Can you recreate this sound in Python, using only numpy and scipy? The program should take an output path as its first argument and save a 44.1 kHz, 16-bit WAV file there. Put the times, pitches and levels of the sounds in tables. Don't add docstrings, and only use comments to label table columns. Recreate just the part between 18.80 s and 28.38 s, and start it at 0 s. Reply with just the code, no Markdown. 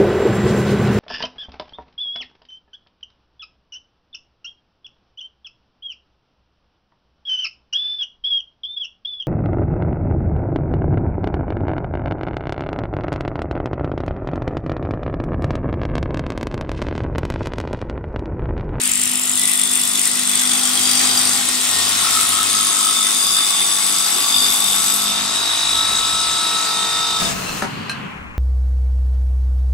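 import sys
import numpy as np
from scipy import signal
from scipy.fft import rfft, irfft
from scipy.io import wavfile
from scipy.ndimage import uniform_filter1d

SR = 44100
rng = np.random.default_rng(int(sys.argv[2]) if len(sys.argv) > 2 else 0)


def pcm_store(signal):
    levels = np.round(np.clip(np.atleast_2d(signal), -1, 1) * 32767)
    wavfile.write(sys.argv[1], SR, levels.astype(np.int16).T)


N = 422478
T = np.arange(N) / SR
ROUND_S, ROUGHING_END_S, LEAVE_S, CENTRES_OPEN_S, BLADE_OFF_S = 2.68, 6.27, .25, 8.4, 8.53


# (time [s], blows over hiss [dB], tool buried [0-1], tip ring [Hz], tip level [dB])
ROUGH_CUT = [(0, 7, 0.05, 9230, -5), (.5, 2, 0.05, 9120, -5), (1.4, 1, 0.1, 8820, -6),
             (2.6, -1.5, 0.57, 8700, -11), (3.2, -4.5, 0.57, 9200, -14), (3.9, 2.5, 0.74, 9300, -11),
             (4.9, 2.5, 1, 10100, -5), (5.3, -6, 1, 11400, -7.5), (6.4, 5, 0.85, 11500, -1)]
# (frequency [Hz], relative density [dB])
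FIBRES = [(180, -54), (300, -1.5), (404, -21), (835, -23), (1540, -19), (1970, -13), (3300, 0), (4420, -5),
          (8990, 1), (15500, -14)]
CORNER_BLOW = [(2500, -24.5), (6000, -3), (7300, -3.5), (8800, 1), (10500, -5.5), (15500, -0.5)]
# (frequency [Hz], width [Hz], relative level [dB])
SHALLOW_RING = [(2000, 96, -7), (2720, 1640, -18.5), (5260, 120, -13), (7140, 360, -8), (7650, 400, -5.5),
                (8200, 540, -6), (9000, 340, -6.5), (11900, 1100, -17.5)]
DEEP_RING = [(2170, 59, 13), (2786, 26, 6), (5680, 190, 10), (8330, 1000, 5), (9880, 1060, 10),
             (12100, 300, 3)]
def roughing(angle):
    blow_db, buried, tip_hz, tip_db = played(ROUGH_CUT)
    force = gain_of(1.3 * rng.standard_normal((int(angle[-1]) + 2, 4)))
    corner, past_corner = (angle * 4).astype(int) % 4, angle * 4 % 1
    share = np.choose(corner, [1, .12, buried, .3])
    strike = 1.9 * (1 - np.exp(-past_corner / .08)) * np.exp(-past_corner / .36)
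    blows = share * force[angle.astype(int), corner] * strike
    grit = waver(2.5, samples=40)
    hiss, crack = rng.standard_normal((2, 2, N))
    drive = grit * hiss + gain_of(blow_db) * colour(blows * crack, CORNER_BLOW)
    shallow = colour(drive, FIBRES, SHALLOW_RING, ring_db=16.5)
    deep = colour(drive, FIBRES, DEEP_RING, ring_db=-5.5)
    tip = gain_of(tip_db) * resonate(drive[::-1], tip_hz, width=900)
    cut = np.sqrt(1 - buried) * shallow + np.sqrt(buried) * deep + tip
    cut /= np.sqrt(uniform_filter1d((cut ** 2).mean(0), size=8820))
    uneven_wood = waver(1, samples=6000)
    hitch_db = -2.5 * np.exp(-((T - ROUND_S) / .16) ** 2)
    level = gain_of(-18.5 - .56 * T + hitch_db) * (1 - after(ROUGHING_END_S, LEAVE_S))
    return level * uneven_wood * patchy(cut, depth_db=2)


# (time [s], fresh tearing [dB], ripple buzz [dB], edge ring [dB])
BLADE_LEVELS = [(0, -26.5, -43, -33.5), (.5, -30.5, -35.5, -33.5), (1.5, -23.5, -34, -50),
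                (2.4, -19, -28.5, -65), (2.74, -23, -33, -43), (3, -20.5, -28, -36),
                (3.6, -21, -31.5, -28.5), (4.9, -22.5, -31, -28.5), (5.6, -22, -28.5, -28.5),
                (6.2, -22.5, -28.5, -31.5), (6.65, -22, -28, -24.5), (7.3, -21.5, -27.5, -28),
                (8.1, -23.5, -27, -26.5), (8.6, -24.5, -27, -29)]
# (frequency [Hz], relative density [dB])
SHEARING = [(150, -45.5), (250, -5), (420, -7), (550, -10.5), (680, -8.5), (1290, -1), (1610, -3),
            (2700, -4), (3630, 3), (4330, -1), (4870, 1.5), (6000, -6), (7200, -4), (7900, -1.5),
            (12000, -12.5), (15500, -28)]
RIPPLE_BUZZ = [(200, -46.5), (300, -10), (450, -10), (555, -21.5), (610, -2), (950, -3), (1150, 0),
               (1450, -2), (1650, -25), (2000, -11.5), (2600, -3), (3100, -5.5), (3750, 1), (4200, -4.5),
               (6000, -6), (9000, -39.5)]
# (frequency [Hz], width [Hz], relative level [dB])
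BLADE_MODES = [(2553, 25, -2.5), (5590, 93, -3), (6504, 214, -2.5), (8050, 1600, -7.5), (11700, 370, -17)]
def blade(angle):
    shear_db, buzz_db, edge_db = played(BLADE_LEVELS)
    surface, fresh = ripples(angle, slip=.08), rng.standard_normal((2, N))
    fresh *= 1 + .057 * np.cos(2 * np.pi * angle) + .14 * np.cos(4 * np.pi * angle)
    out = gain_of(shear_db) * patchy(colour(fresh, SHEARING, BLADE_MODES, ring_db=7.5), depth_db=2)
    out += (1 - after(CENTRES_OPEN_S, .036)) * gain_of(buzz_db) * colour(surface, RIPPLE_BUZZ)
    repeat = .3 + .4 * after(ROUGHING_END_S + .4, .8)
    drive = np.sqrt(repeat) * surface + np.sqrt(1 - repeat) * fresh
    flutter = waver(1.75, samples=5000, shape=(len(CHATTER_BOUTS) + 1, N))
    slack = gain_of(-14 * after(CENTRES_OPEN_S + .02, .04))
    rasp = 1 + np.sqrt(repeat) * np.cos(2 * np.pi * (angle - .62))
    strokes = 1 + .55 * (1 - after(ROUGHING_END_S, LEAVE_S)) * np.cos(2 * np.pi * (angle - .12))
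    out += gain_of(edge_db) * np.sqrt(flutter[0]) * slack * rasp * edge(drive, fresh)
    out += strokes * chatter(drive, fresh, flutter[1:])
    out += strokes * np.sqrt(flutter[1]) * slack * slide(fresh)
    return (1 - after(BLADE_OFF_S, .04)) * out


def ripples(angle, slip):
    around = SR // 50
    count = around // 2 + 1
    steps = rng.standard_normal((int(angle[-1]) + 2, count))
    phase = 2 * np.pi * rng.random(count) + np.cumsum(slip * steps, axis=0)
    height = gain_of(2 * rng.standard_normal(count))
    surface = irfft(height * np.exp(1j * phase), around).ravel()
    return unit_rms(np.interp(angle * around, np.arange(len(surface)), surface)) * np.ones((2, 1))


# (time [s], frequency [Hz], sharpness [0-1])
EDGE_RING = [(0, 2650, .1), (.45, 2900, 0), (.62, 3480, .1), (.8, 3500, .7), (1.3, 3520, .75),
             (2, 3450, .2), (3, 3650, 0), (3.6, 3640, .4), (4.3, 3570, .85), (5.8, 3560, .9),
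             (6.2, 3620, .8), (6.55, 3760, 1), (7, 3810, 1), (7.3, 3775, 1), (7.78, 3765, 1),
             (7.95, 3700, 1), (8.6, 3660, 1)]
def edge(drive, fresh):
    hz, sharp = played(EDGE_RING)
    return sharp * resonate(drive, hz, width=205) + (1 - sharp) * resonate(fresh, hz, width=1500)


# (part, start [s], length [s], frequency [Hz], level [dB])
CHATTER_BOUTS = [("bar", 2.8, 1.7, 1115, -40.5), ("bar", 3.04, 1.65, 1290, -40),
                 ("bar", 3.16, .2, 1345, -27.5), ("bar", 3.29, .2, 1320, -28),
                 ("bar", 3.48, 0.22, 1300, -29), ("bar", 3.69, 0.2, 1280, -29.5),
                 ("bar", 3.84, 0.5, 1280, -33), ("bar", 4.52, 0.17, 1280, -32),
                 ("rest", 4.27, 2.07, 1140, -39), ("heel", 0.4, 1, 3510, -34), ("heel", 1.3, .7, 3480, -31),
                 ("heel", 4.05, .3, 3580, -26), ("heel", 4.33, .62, 3560, -26),
                 ("heel", 5.38, .45, 3570, -23), ("heel", 5.75, .3, 3600, -27),
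                 ("heel", 6.12, .35, 3570, -29), ("heel", 8.445, 0.035, 3640, -20),
                 ("heel", 6.36, 1.4, 3530, -31), ("holder", 1.36, 1.4, 5700, -32.5),
                 ("holder", 1.5, 1, 3270, -34), ("tool", 3.44, 1.67, 9750, -36),
                 ("tool", 3.5, 2.9, 6450, -39.5), ("rest", 1.45, 1.35, 810, -41),
                 ("rest", 4.36, 2, 845, -45), ("rest", 6.2, 2.3, 945, -42),
                 ("holder", 1.45, 0.5, 4720, -35), ("holder", 1.85, .85, 4720, -28),
                 ("holder", 3.5, 3.02, 4790, -33), ("holder", 4.3, .4, 4830, -31),
                 ("holder", 5.35, .45, 4720, -29), ("holder", 6.2, 2.6, 4850, -39),
                 ("slide", 0, 1.2, 7500, -33), ("tool", 1.35, 1.34, 8470, -27.5)]
PART_RESPONSE = {"bar": (90, 1), "rest": (70, 1), "heel": (190, 0), "holder": (260, 0), "slide": (300, 0),
                 "tool": (700, 0)}
def chatter(drive, fresh, flutter):
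    out = np.zeros((2, N))
    for wobble, (part, start, length, hz, db) in zip(flutter, CHATTER_BOUTS):
        width, follows = PART_RESPONSE[part]
        bout = slice(round(start * SR), round((start + length) * SR))
        level = swell(start, length, db) * wobble ** min(length / .6, 1)
        out[:, bout] += level[bout] * resonate((drive if follows else fresh)[:, bout], hz, width)
    return out


# (time [s], lower [Hz], level [dB], upper [Hz], level [dB])
SLIDE_RINGS = [(3.5, 8000, -34, 8440, -46), (4.4, 8040, -27.5, 8500, -39), (5.2, 7810, -25.5, 8340, -28),
               (5.5, 7720, -28, 8600, -36), (6.15, 7870, -26, 8650, -32), (6.4, 7860, -35, 8700, -40),
               (7.2, 7860, -32, 8700, -36), (7.55, 7980, -30.5, 8700, -33), (8.5, 7860, -41, 8750, -49)]
def slide(fresh):
    low_hz, low_db, high_hz, high_db = played(SLIDE_RINGS)
    lower = gain_of(low_db) * resonate(fresh, low_hz, width=320)
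    upper = gain_of(high_db) * resonate(fresh, high_hz, width=390)
    return after(SLIDE_RINGS[0][0], .3) * (lower + upper)


# (time [s], relative level [dB], ring [Hz])
TOOL_DIGS = [(1.1553, -13, 3470), (1.9749, -15, 3290), (2.2947, -12, 4760), (2.3745, -9, 4650),
             (2.4538, -15, 4800), (5.6545, -12, 4800)]
def digs():
    out, t = np.zeros(N), T[:SR // 20]
    for s, db, hz in TOOL_DIGS:
        ring = sum(np.sin(2 * np.pi * (hz * (1 + .1 * (detune - .5)) * t + phase))
                   for detune, phase in rng.random((3, 2)))
        ring *= (1 - np.exp(-t / .001)) * gain_of(-60 * t / .025)
        out[round(s * SR):][:len(t)] += gain_of(db) * ring / abs(ring).max()
    return gain_of([[-1.5], [-3]]) * out


# (time [s], level [dB], left over right [dB])
RELEASE_KNOCKS = [(8.415, -19, 0), (8.447, -20, 0), (8.49, -22, 0)]
PIECE_DROPS = [(8.822, -9.5, 2.5), (8.843, -16, 2.5)]
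STOP_KNOCKS = [(8.6922, -18, -2.6), (9.0955, -10.5, 0), (9.115, -20, 0)]
WOOD_SNAPS = [(2.6885, -2, 4), (8.403, -9, 1.5)]
# (frequency [Hz], relative level [dB], time to fall 60 dB [s])
BED_MODES = [(185, -2, .3), (675, -3, .17), (1260, -7, .12)]
BAR_MODES = [(210, -4, .1), (390, -5, .07), (560, -6, .05), (780, -1, .055), (937, 0, .06),
             (1310, -2, .045), (1480, -3, .045), (1701, -3, .045), (2266, -11, .03)]
STEEL_MODES = [(1206, -9, .07), (1590, -4, .1), (2600, -5, .08), (3050, -10, .05), (4145, 0, .045),
               (5749, -11, .05), (7300, -17, .025), (8880, -13, .045)]
SPLINTER_MODES = [(6500, -12, .008), (8100, 0, .011), (8900, -5, .009), (11000, -14, .008)]
def impacts():
    return (knocks(RELEASE_KNOCKS, BED_MODES, crack_db=-14, tail_db=1, tail_s=.25)
            + knocks(PIECE_DROPS, BAR_MODES, crack_db=-12, tail_db=1, tail_s=.2)
            + knocks(STOP_KNOCKS, STEEL_MODES, crack_db=-12, tail_db=-4, tail_s=.15)
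            + knocks(WOOD_SNAPS, SPLINTER_MODES, crack_db=-16, tail_db=-8, tail_s=.03))


def knocks(events, modes, crack_db, tail_db, tail_s):
    out, t = np.zeros((2, N)), T[:SR // 2]
    for s, db, pan_db in events:
        ring = sum(gain_of(mode_db - 60 * t / t60) * np.sin(2 * np.pi * (hz * t + rng.random()))
                   for hz, mode_db, t60 in modes)
        ring *= np.minimum(t / .0002, 1) / abs(ring).max()
        crack = gain_of(crack_db - 60 * t / .075) * uniform_filter1d(rng.standard_normal(len(t)), size=3)
        direct = ring + crack
        walls = rng.standard_normal((2, len(t))) * gain_of(-60 * t / tail_s)
        tail = signal.fftconvolve(direct[None], walls / np.linalg.norm(walls[0]), axes=1)[:, :len(t)]
        blow = gain_of([[db + pan_db / 2], [db - pan_db / 2]]) * (direct + gain_of(tail_db) * tail)
        start = round(s * SR)
        out[:, start:start + len(t)] += blow[:, :N - start]
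    return out


# (frequency [Hz], relative density [dB])
AIR_JET = [(590, -7.5), (1000, -8.5), (2010, -13), (2690, -10), (3500, -15), (4070, -15), (6580, -12),
           (13500, -24)]
# (frequency [Hz], width [Hz], relative level [dB])
PIPE_MODES = [(1300, 150, -8), (2630, 150, -7), (4140, 200, -6)]
def air():
    since = np.maximum(T - CENTRES_OPEN_S, 0)
    since_shut = np.maximum(since - .398, 0)
    jet = rng.standard_normal((2, N))
    blast_db = 5.5 * np.exp(-since / .07)
    shut_db = -10 * np.minimum(since_shut / .053, 1) - 26.5 * since_shut
    hiss = gain_of(-27.5 + blast_db + shut_db) * colour(jet, AIR_JET, PIPE_MODES, ring_db=.5)
    whistle = gain_of(-47 - 400 * since_shut) * resonate(jet, 14850 - 1100 * since, width=187)
    scrape = swell(start=8.64, length=.09, db=-29) * resonate(jet[::-1], 2670, width=120)
    return after(CENTRES_OPEN_S, .027) * (hiss + scrape + whistle)


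def spindle():
    corner_sag = .13 * (1 - after(ROUND_S, .15))
    roughing_sag = .09 * (1 - after(ROUGHING_END_S + .14, .4))
    turns_per_s, first_corner_s = 50.26 - corner_sag - roughing_sag, .0155
    return np.cumsum(turns_per_s) / SR - first_corner_s * turns_per_s[0] + 1


# (order name, start [s], length [s], level [dB])
TONE_SWELLS = [("2nd", 1.8, 0.96, -48), ("2nd", 2.7, 1.3, -47), ("2nd", 6.2, 1.33, -50.5),
               ("2nd", 7.9, 0.69, -50), ("4th", 0, 2.87, -46), ("4th", 2.72, 2.82, -47),
               ("4th", 5.6, 1.09, -41), ("4th", 6.7, 1.9, -50.5), ("5th", 0, 2.99, -38.5),
               ("5th", 1.46, 1.23, -44), ("5th", 2.66, 1.97, -44.5), ("5th", 5.32, 0.58, -40.5),
               ("5th", 5.9, 0.84, -43), ("9th", 7.6, 1.23, -47), ("13th", 6.1, 2.5, -45),
               ("17th", 7.6, 1, -44.5), ("19th", 6.63, 2.2, -47), ("22nd", 6.2, 1.4, -44),
               ("78th", 6.4, 1.7, -36), ("76th", 6.5, .9, -31), ("75th", 6.4, 1.6, -28.5),
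               ("74th", 6.55, .85, -31), ("74th", 7.6, 1.1, -28), ("73rd", 7.75, 1, -30),
               ("72nd", 7.85, .9, -33), ("26th", 4.88, 0.66, -34.5), ("26th", 5.75, 1, -33.5),
               ("26th", 6.75, 2.1, -28.5), ("37th", 0, 2.9, -46.5), ("37th", 2.38, 1.5, -43),
               ("37th", 2.85, 0.26, -36), ("37th", 6.3, 1.06, -42.5), ("37th", 7.5, 0.98, -40)]
TONE_ORDERS = {"2nd": 2, "4th": 4, "5th": 5, "9th": 9, "13th": 13, "17th": 17, "19th": 19, "22nd": 22,
               "26th": 26, "37th": 37, "72nd": 72, "73rd": 73, "74th": 74, "75th": 75, "76th": 76, "78th":
               78}
def hums_and_squeal(angle):
    phase = {name: rng.random() for name in TONE_ORDERS}
    wobbles = waver(1.6, samples=3000, shape=(len(TONE_SWELLS), N))
    tones = sum(wobble * swell(*bout) * np.cos(2 * np.pi * (TONE_ORDERS[name] * angle + phase[name]))
                for wobble, (name, *bout) in zip(wobbles, TONE_SWELLS))
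    slack = gain_of(-14 * after(CENTRES_OPEN_S + .047, .03))
    return slack * np.sqrt(2) * tones * gain_of([[.4], [-.4]])


# (frequency [Hz], relative density [dB])
SHOP_BASS = [(47, -32), (80, -12.5), (130, -4.5), (201, -1.5), (368, -14), (418, -9.5), (462, -18.5),
             (600, -16.5), (780, -50), (1320, -120)]
SHOP_THUDS = [(10, -1), (35, -7), (60, 5), (100, -0.5), (300, -84)]
SHOP_ROAR = [(180, -22), (300, -8), (336, -23), (735, -8), (1060, -1.5), (1560, -5), (2680, -10.5),
             (9000, -80), (11700, -108)]
# (start [s], length [s], level [dB])
DEEP_THUMPS = [(.05, 0.27, -49), (2.851, 0.41, -47), (4.375, 0.31, -49), (5.4, 1.24, -51),
               (6.65, 1.04, -47), (8, 0.72, -55), (9.195, 0.74, -40.5)]
def workshop():
    running_down = np.maximum(T - CENTRES_OPEN_S - .83, 0)
    bass = gain_of(-45 - 7 * np.exp(-((T - 4.2) / .59) ** 2))
    bass += after(CENTRES_OPEN_S, .17) * gain_of(-35.5 - 59 * running_down)
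    thumps = gain_of(-68) + sum(swell(*row) for row in DEEP_THUMPS)
    roar = after(CENTRES_OPEN_S, .05) * gain_of(-33 - 20.5 * running_down)
    lumps = waver(1.8, samples=5000)
    bass_noise, roar_noise, thud_noise = rng.standard_normal((3, 2, N))
    low = bass * colour(bass_noise, SHOP_BASS) + thumps * colour(thud_noise, SHOP_THUDS)
    whirr = resonate(roar_noise[::-1], 2850 - 2400 * running_down, width=1000)
    whirr += gain_of(-5 - 90 * np.maximum(T - 9.13, 0)) * resonate(bass_noise, 4250, width=1100)
    return lumps * low + roar * (colour(roar_noise, SHOP_ROAR) + gain_of(-5) * whirr)


def gain_of(db):
    return 10 ** (np.asarray(db) / 20)


def unit_rms(x):
    return x / np.sqrt(np.mean(x ** 2) + 1e-20)


def at_hz(points, hz):
    known_hz, value = np.transpose(points)
    return np.interp(np.log(hz + 1), np.log(known_hz + 1), value)


def played(rows):
    s, *columns = np.transpose(rows)
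    return [np.interp(T, s, column) for column in columns]


def after(s, ramp_s):
    return np.clip((T - s) / ramp_s + .5, 0, 1)


def swell(start, length, db):
    ramp_s = min(.3, length / 2)
    rise = np.minimum(T - start, start + length - T) / ramp_s + (start <= 0) * (T < ramp_s)
    return gain_of(db) * np.sin(np.pi / 2 * np.clip(rise, 0, 1)) ** 2


def waver(depth_db, samples, shape=N):
    return gain_of(depth_db * unit_rms(uniform_filter1d(rng.standard_normal(shape), size=samples)))


def patchy(x, depth_db):
    spectra = signal.stft(x, nperseg=512)[2]
    patches = uniform_filter1d(rng.standard_normal(spectra.shape[1:]), size=9, axis=0)
    patches = uniform_filter1d(patches, size=9, axis=1)
    return signal.istft(spectra * gain_of(depth_db * unit_rms(patches)), nperseg=512)[1][:, :N]


def colour(x, spectrum, modes=(), ring_db=0):
    hz = abs(np.fft.fftfreq(4096, 1 / SR))
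    power = gain_of(2 * at_hz(spectrum, hz))
    for centre, width, db in modes:
        power += gain_of(2 * (db + ring_db)) / (1 + (2 * (hz - centre) / width) ** 2) ** 2
    log_gain = np.log(power + 1e-10) / 2
    taps = np.fft.ifft(np.exp(log_gain - 1j * signal.hilbert(log_gain).imag)).real[:2048]
    return unit_rms(signal.oaconvolve(x, taps[None])[:, :N])


def resonate(x, hz, width):
    carrier = np.exp(2j * np.pi * np.cumsum(hz * np.ones(x.shape[-1])) / SR)
    pole = np.exp(-np.pi * width / SR)
    return unit_rms((carrier * signal.lfilter([1], [1, -2 * pole, pole * pole], x / carrier)).real)


# (frequency [Hz], likeness [0-1])
MIC_LIKENESS = [(30, 0.81), (180, 0.74), (350, 0.21), (600, 0.36), (1200, 0.2), (2500, 0.1), (5000, 0.46),
                (9000, 0.096), (15000, .1)]
# (frequency [Hz], left leads by [rad])
MIC_LEAD = [(150, 0), (300, .5), (600, 2.2), (1200, .6), (2500, .6), (5000, 1), (15000, 1.5)]
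def microphone(x, lean):
    hz = np.fft.rfftfreq(N, 1 / SR)
    left, other = rfft(x)
    alike, tilt = at_hz(MIC_LIKENESS, hz), gain_of(at_hz(lean, hz) / 2)
    right = (alike * left + np.sqrt(1 - alike ** 2) * other) * np.exp(-1j * at_hz(MIC_LEAD, hz))
    return irfft([left * tilt, right / tilt], N)


# (frequency [Hz], left over right [dB])
ROUGHING_SIDE = [(60, -19), (120, -3), (240, -6), (480, 20), (950, 7), (1890, 9), (3770, -3), (9500, 7),
                 (15000, -11)]
BLADE_SIDE = [(60, -1), (120, 0.5), (240, -2), (480, 5.5), (950, 3.5), (1890, 3), (3770, -0.5), (9000, 8),
              (15000, -9)]
def scene():
    angle = spindle()
    out = microphone(roughing(angle), ROUGHING_SIDE)
    out += microphone(blade(angle) + workshop() + air(), BLADE_SIDE)
    return out + impacts() + hums_and_squeal(angle) + digs()


def record(dry):
    lowpass = signal.firwin(511, 15750, window=("kaiser", 9), fs=SR)
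    return signal.oaconvolve(np.clip(dry, -1, 1), lowpass[None], "same")


dry = scene()
out = record(dry)
pcm_store(out)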